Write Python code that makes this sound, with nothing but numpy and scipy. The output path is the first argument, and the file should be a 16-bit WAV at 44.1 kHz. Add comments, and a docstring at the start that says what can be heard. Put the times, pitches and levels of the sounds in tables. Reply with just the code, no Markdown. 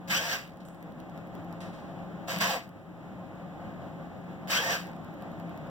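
"""Servo working a toy box lid

Small room, hand-held camera, its stereo microphone close to the box. A hobby servo swings the lid open,
shut and open again: the gears whine up to speed and rattle through the box, then tick faintly as they
hold the lid. A few soft scuffs fall between the moves. Behind it all a fan hums and rushes."""
import sys
import numpy as np
from scipy import signal
from scipy.fft import rfft, irfft, next_fast_len
from scipy.io import wavfile
from scipy.ndimage import uniform_filter1d, map_coordinates

SR = 44100
rng = np.random.default_rng(int(sys.argv[2]) if len(sys.argv) > 2 else 0)


def materialize(psi):
    """Save the field psi as 16-bit PCM at rate SR to the path in sys.argv[1].

    A 1-D psi becomes a single channel; in a 2-D psi each row is a channel.
    """
    bounded = np.clip(np.atleast_2d(psi).T, -1, 1)
    quanta = np.round(bounded * 32767).astype(np.int16)
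    wavfile.write(sys.argv[1], SR, quanta)


N = 251362
TIME = np.arange(N) / SR
TOP_MESH_HZ = 1900  # tooth rate the motor spins up towards


def servo(sizzle_db=-11):
    """The gear mesh whines at its tooth rate; the impacts rattle the case and drum on the box."""
    # lid raised: start t/s, rattle level/dB, drumming level/dB, whine level/dB
    openings = [(.073, -33, -40.5, -38), (4.473, -32, -35.5, -31)]
    # spectrum of the gear rattle: f/Hz, level/dB
    gear_spectrum = [(100, -33), (400, -66), (900, -7), (1300, 1), (1600, 1), (2200, 4.5), (3200, 0),
                     (4300, -4), (5200, -4), (6200, -10.5), (7600, -6.5), (9200, -18.5), (13000, -14.5),
                     (14400, -9.5), (16000, -13.5)]
    # resonances of the servo case: f/Hz, width/Hz, level/dB
    case_modes = [(1637, 130, 3.5), (2600, 420, -11.5), (3060, 49, -1), (4750, 120, 1), (5650, 140, -21),
                  (6200, 76, 4)]
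    # resonances of the box panels: f/Hz, width/Hz, level/dB
    box_modes = [(184.6, 12.6, 1.5), (544.4, 7.7, 9), (678, 76, 4.5), (771, 20, -9), (976, 380, -5)]
    mesh_hz, rattle_gain, box_gain, whine_gain = closing() + sum(opening(*row) for row in openings)
    teeth = np.cumsum(mesh_hz * (1 + .01 * wobble(300))) / SR
    impacts = tooth_impacts(teeth, scatter_db=2, impact_s=.00066, slide=.4)
    rattle = unit(filtered(impacts, lambda f: amp(along(gear_spectrum, f)) * (1 + ringing(case_modes, f))))
    drumming = unit(filtered(impacts, lambda f: ringing(box_modes, f) / (1 + 1j * f / 1300)))
    # faster teeth strike harder and add a bright rasp
    hard = tooth_impacts(teeth, scatter_db=3, impact_s=.00019, slide=.56)
    sizzle = amp(sizzle_db) * mesh_hz / 1500 * band(hard, 5630, 1020)
    box = drumming + slow_gears(teeth, mesh_hz)
    mix = rattle_gain * (rattle + sizzle) + box_gain * box + whine_gain * whine(teeth, mesh_hz)
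    return mix / np.sqrt(2)


def opening(start, rattle_db, box_db, whine_db, spin_up_s=.06, blend_s=.0023, chirp_db=-30):
    """The motor spins up, pulls, runs and brakes: mesh rate, then rattle, drumming and whine gains."""
    slack_s, pull_end_s, chirp_end_s = .026, .11, .124
    slow_at_s, slow_s, brake_at_s, brake_db_per_s = .212, .13, .27, 169
    age = np.maximum(TIME - start, 0)
    after = lambda s: (1 + np.tanh((age - s) / (2 * blend_s))) / 2
    slowing = np.exp(-(np.maximum(age - slow_at_s, 0) / slow_s) ** 2)
    speed = (1 - np.exp(-age / spin_up_s)) * slowing
    slack_db = -7.5 * (1 - after(slack_s))  # the gears first run quietly through their play
    brake_db = -brake_db_per_s * np.maximum(age - brake_at_s, 0)
    drive = np.minimum(age / blend_s, 1) * amp(slack_db + brake_db)
    pulling = after(slack_s) - after(pull_end_s)
    surge = np.exp(-((age - .253) / .032) ** 2)  # the slowing gears take the lid's momentum
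    rattle = amp(rattle_db + 6.5 * pulling + 3.5 * surge)
    drumming = amp(box_db - .5 * pulling)
    # the whine grows with speed and is the first to go when the motor slows
    running = after(chirp_end_s)
    chirp = (1 - running) * amp(chirp_db) * speed
    singing = chirp + running * amp(whine_db + 4.5 * surge) * speed ** 2
    return np.array([TOP_MESH_HZ * speed, drive * rattle, drive * drumming, drive * singing])


def closing(whine_re_rattle_db=-5.5):
    """The same four controls while the lid's weight drives the gears; at rest they make no sound."""
    # the lid sinks, catches, then drops: t/s, mesh f/Hz, rattle level/dB, drumming level/dB
    descent = [(2.272, 0, -46, -42), (2.279, 349.5, -36.5, -42), (2.307, 780.5, -30.5, -34),
               (2.35, 650.5, -35, -37), (2.394, 560, -40, -49), (2.413, 759.5, -22.5, -33),
               (2.46, 1079.5, -28.5, -35), (2.515, 740, -28.5, -32.5), (2.57, 560.5, -36, -34),
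               (2.61, 440, -50, -56), (2.72, 0, -62, -70)]
    mesh_hz, rattle_db, box_db = curves(descent)
    turning = np.clip(mesh_hz / 300, 0, 1) ** 2
    return np.vstack([mesh_hz, turning * amp([rattle_db, box_db, rattle_db + whine_re_rattle_db])])


def tooth_impacts(teeth, scatter_db, impact_s, slide):
    """Each passing tooth strikes a short burst of uneven size, over steady sliding noise."""
    strikes = np.diff(np.floor(teeth + .15 * wobble(900)), prepend=0) > 0
    energy = strikes * amp(scatter_db * rng.standard_normal(N)) ** 2
    power = signal.lfilter([1], [1, -np.exp(-2 / (impact_s * SR))], energy)
    power /= np.abs(uniform_filter1d(power, SR // 40)) + 1e-9
    return unit(np.sqrt(power + slide ** 2) * rng.standard_normal((2, N)))


def whine(teeth, mesh_hz, coast_db=-22, full_pull_hz_per_s=4500, flutter_db=3, pinion_teeth=9):
    """Tones at the tooth rate; their rough overtones grow while the motor pulls the gears up to speed."""
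    # overtones under full pull: multiple of the mesh rate, level/dB
    harmonics = [(2, 3), (3, -7), (4, -5), (5, -9)]
    # how well the case radiates a tone: f/Hz, level/dB
    radiation = [(400, -16), (600, -1), (1000, -1), (1250, -2), (1450, -2), (1630, 1.5), (1760, 0),
                 (2100, 0), (2420, 4), (2750, -2), (3150, .5), (3500, -10), (4200, -4), (8000, -5)]
    pull = np.clip(uniform_filter1d(np.gradient(mesh_hz), SR // 40) * SR / full_pull_hz_per_s, 0, 1)
    port_phase = np.array([[0], [np.pi / 2]])  # the tones reach the two microphone ports out of step

    def tone(k):
        chatter = (k - 1) * .27 * wobble(700)  # play between the teeth blurs high overtones most
        level_db = along(radiation, k * mesh_hz) + flutter_db * wobble(90)
        return amp(level_db) * np.sin(2 * np.pi * k * teeth + chatter + port_phase)

    fast = np.minimum(mesh_hz / 1200, 1) ** 2
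    overtones = fast * amp(coast_db * (1 - pull)) * sum(amp(db) * tone(k) for k, db in harmonics)
    # the slightly eccentric pinion presses harder once a turn
    press = 1 + .26 * np.sin(2 * np.pi * teeth / pinion_teeth)
    return press * (tone(1) + overtones) * amp([[1.5], [-1.5]])


def slow_gears(teeth, mesh_hz):
    """The later gear stages hum unevenly through the box, heard only near full speed."""
    # stage tones: share of the mesh rate, level/dB
    stages = [(.286, -7), (.37, -5), (.5, -9.5)]
    tones = sum(amp(db + 2.5 * wobble(60)) * np.sin(2 * np.pi * share * teeth + .4 * wobble(120))
                for share, db in stages)
    return (mesh_hz / TOP_MESH_HZ) ** 4 * np.sqrt(2) * tones


def lid(boom_half_s=.039):
    """The lid booms softly each time the servo arm jerks it."""
    # jerks that bend the lid: t/s, level/dB
    jerks = [(.13, -42), (2.35, -47), (2.423, -39), (4.55, -47), (4.71, -46)]
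    flex = sum(amp(db) * np.exp(-((TIME - s) / boom_half_s) ** 2) for s, db in jerks)
    return flex * band(rng.standard_normal(N), 178.3, 37)


def ticks(hunt_db=-47, return_db=-53, return_s=.095, t60=.0045):
    """Tiny clicks as the teeth take up their play, each just after a weaker first touch."""
    # the servo hunts to and fro under the raised lid: first tick t/s, period/s, count
    hunting = [(.477, .175, 7), (4.87, .1765, 5)]
    # teeth catching: t/s, level/dB
    catches = [(.086, -40), (.6863, -47), (2.286, -43), (2.3002, -44), (2.3336, -32), (2.3875, -28),
               (2.6773, -59), (2.6918, -48), (4.485, -44)]
    # spectrum of a tick: f/Hz, level/dB
    spectrum = [(1000, 17), (4000, 9), (8000, -1.5), (12000, 4.5), (16000, 7)]
    hunts = [first + k * period for first, period, count in hunting for k in range(count)]
    clicks = list(catches) + [(s, hunt_db) for s in hunts] + [(s + return_s, return_db) for s in hunts]
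    age = np.arange(SR // 100) / SR
    out = np.zeros((2, N + SR))
    for (s, db), lead in zip(clicks, rng.uniform(.007, .019, len(clicks))):
        for at, level in [(s, db), (s - lead, db - 11)]:
            burst = amp(level - 3 - 60 * age / t60) * rng.standard_normal((2, len(age)))
            out[:, round(at * SR):][:, :len(age)] += burst
    return filtered(out, lambda f: amp(along(spectrum, f)))


def scuffs():
    """Soft rubs against the box that start at once and fade."""
    # rubs: t/s, level/dB, t60/s, centre f/Hz
    rubs = [(.604, -57, .09, 2900), (.65, -65, .6, 7800), (1.605, -47, .45, 1500), (1.73, -58, .8, 2500)]
    out = np.zeros((2, N))
    for s, db, t60, hz in rubs:
        age = TIME - s
        rub = band(rng.standard_normal((2, N)), hz, 3200)
        out += rub * (age > 0) * amp(db - 60 * np.abs(age) / t60 + .51 * wobble(110))
    return out


def fan(drone_hz=174, throb_hz=7, waver_db=2):
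    """A throbbing, wandering drone, mains hum and the rush of moved air."""
    # background level, ducked by the camera's gain control after the servo moves, then recovering:
    # t/s, level/dB
    background_level = [(0, -48), (.5, -52.5), (1.2, -47), (2.25, -46.5), (2.7, -52.5), (3.2, -48),
                        (3.7, -46), (4.4, -47), (4.9, -47), (5.7, -45.5)]
    # spectrum of the moving air: f/Hz, level/dB
    spectrum = [(30, -17), (90, -1.5), (170, 4.5), (260, 2.5), (450, -7), (560, -2.5), (780, -0.5),
                (1000, -11), (1600, -13.5), (2300, -20), (3200, -25), (5800, -40), (7200, -35.5),
                (9000, -52.5), (15500, -41.5)]
    # standing waves in the room: f/Hz, width/Hz, level/dB
    room_modes = [(314, 33, -3), (541.5, 10.7, 1.5), (679, 10, -3.5), (950, 7.1, -19), (1058, 30, 1.5),
                  (1200, 55, -3)]
    # mains hum: f/Hz, level/dB
    mains_tones = [(50, -73), (100, -65)]
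    background_db, = curves(background_level)
    drone_db = background_db - 4 + waver_db * wobble(16)
    throb = 1 + .14 * np.sin(2 * np.pi * throb_hz * TIME)
    drone = unit(throb * np.sin(2 * np.pi * np.cumsum(drone_hz + 9 * wobble(35)) / SR))
    air = rng.standard_normal((2, N))
    rush = unit(filtered(air, lambda f: amp(along(spectrum, f)) * (1 + ringing(room_modes, f))))
    mains = sum(amp(db + 3.8 * wobble(1.94)) * np.sin(2 * np.pi * hz * TIME) for hz, db in mains_tones)
    rush_db = background_db + 4 + .87 * wobble(18)
    return amp(drone_db) * drone + amp(rush_db) * rush + mains


def in_room(x, wet_db):
    """The direct sound plus the small room's short tail, which lasts longest in the midrange."""
    # room decay: f/Hz, t60/s
    decay = [(200, 0.033), (2000, 0.23), (8000, 0.063), (15000, 0.036)]
    hz, t, noise = signal.stft(rng.standard_normal((2, SR // 2)), SR, nperseg=256)
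    tail = signal.istft(noise * amp(-60 * t / along(decay, hz)[:, None]), SR, nperseg=256)[1]
    return x + amp(wet_db) * signal.fftconvolve(x, tail / np.linalg.norm(tail[0]), axes=1)[:, :N]


def amp(db):
    """Decibels to gain."""
    return 10 ** (np.asarray(db) / 20)


def unit(x):
    """Scaled to rms 1."""
    return x / np.sqrt(np.mean(x ** 2) + 1e-20)


def along(points, hz):
    """Interpolate (f/Hz, value) points on a log frequency axis."""
    f, values = np.transpose(points)
    return np.interp(np.log(hz + 1), np.log(f + 1), values)


def curves(rows):
    """One value per sample for each column after the time."""
    s, *columns = np.transpose(rows)
    return [np.interp(TIME, s, column) for column in columns]


def wobble(rate):
    """A smooth random curve, rate knots a second."""
    coarse = np.arange(0, N, 10)
    knots = rng.standard_normal(int(N * rate / SR) + 4)
    return np.interp(np.arange(N), coarse, map_coordinates(knots, [coarse * rate / SR]))


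def filtered(x, response):
    """x through a complex frequency response."""
    size = next_fast_len(N + SR // 2)
    return irfft(rfft(x, size) * response(np.fft.rfftfreq(size, 1 / SR)), size)[..., :N]


def ringing(modes, f):
    """Response of a set of resonances (f/Hz, width/Hz, level/dB)."""
    return sum(amp(db) * 1j * f * width / (hz * hz - f * f + 1j * f * width) for hz, width, db in modes)


def band(x, hz, width_hz):
    """x twice through one resonance, at rms 1."""
    return unit(filtered(x, lambda f: ringing([(hz, width_hz, 0)], f) ** 2))


def scene(hiss_db=-77):
    """Servo and box close up, the fan behind, and the microphone's own hiss."""
    hiss = amp(hiss_db) * rng.standard_normal((2, N))
    return in_room(servo() + scuffs() + ticks(), wet_db=-7) + lid() + fan() + hiss


def record(dry, comb_hz=2210, top_hz=15900):
    """The camera's stereo widening swings the two channels in and out of phase along frequency."""
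    # reach of that swing: f/Hz, depth 0-1
    depth = [(30, 0), (100, 0), (170, 0.9), (300, 0.36), (600, 0.86), (3000, 0.95), (15000, 0.71)]
    # balance of the two microphone ports: f/Hz, left minus right level/dB
    balance = [(50, 7), (170, 3), (300, 0), (2000, .5), (8000, -1.5), (12000, -4), (15000, -8)]
    alike = lambda f: -np.clip(along(depth, f), 0, .99) * np.cos(2 * np.pi * np.maximum(f / comb_hz, .5))
    mid = filtered((dry[0] + dry[1]) / 2, lambda f: np.sqrt(1 + alike(f)))
    side = filtered((dry[0] - dry[1]) / 2, lambda f: np.sqrt(1 - alike(f)))
    ports = lambda f: amp(np.outer([.5, -.5], along(balance, f))) * (f < top_hz)
    return filtered(np.array([mid + side, mid - side]), ports)


dry = scene()
out = record(dry)
materialize(out)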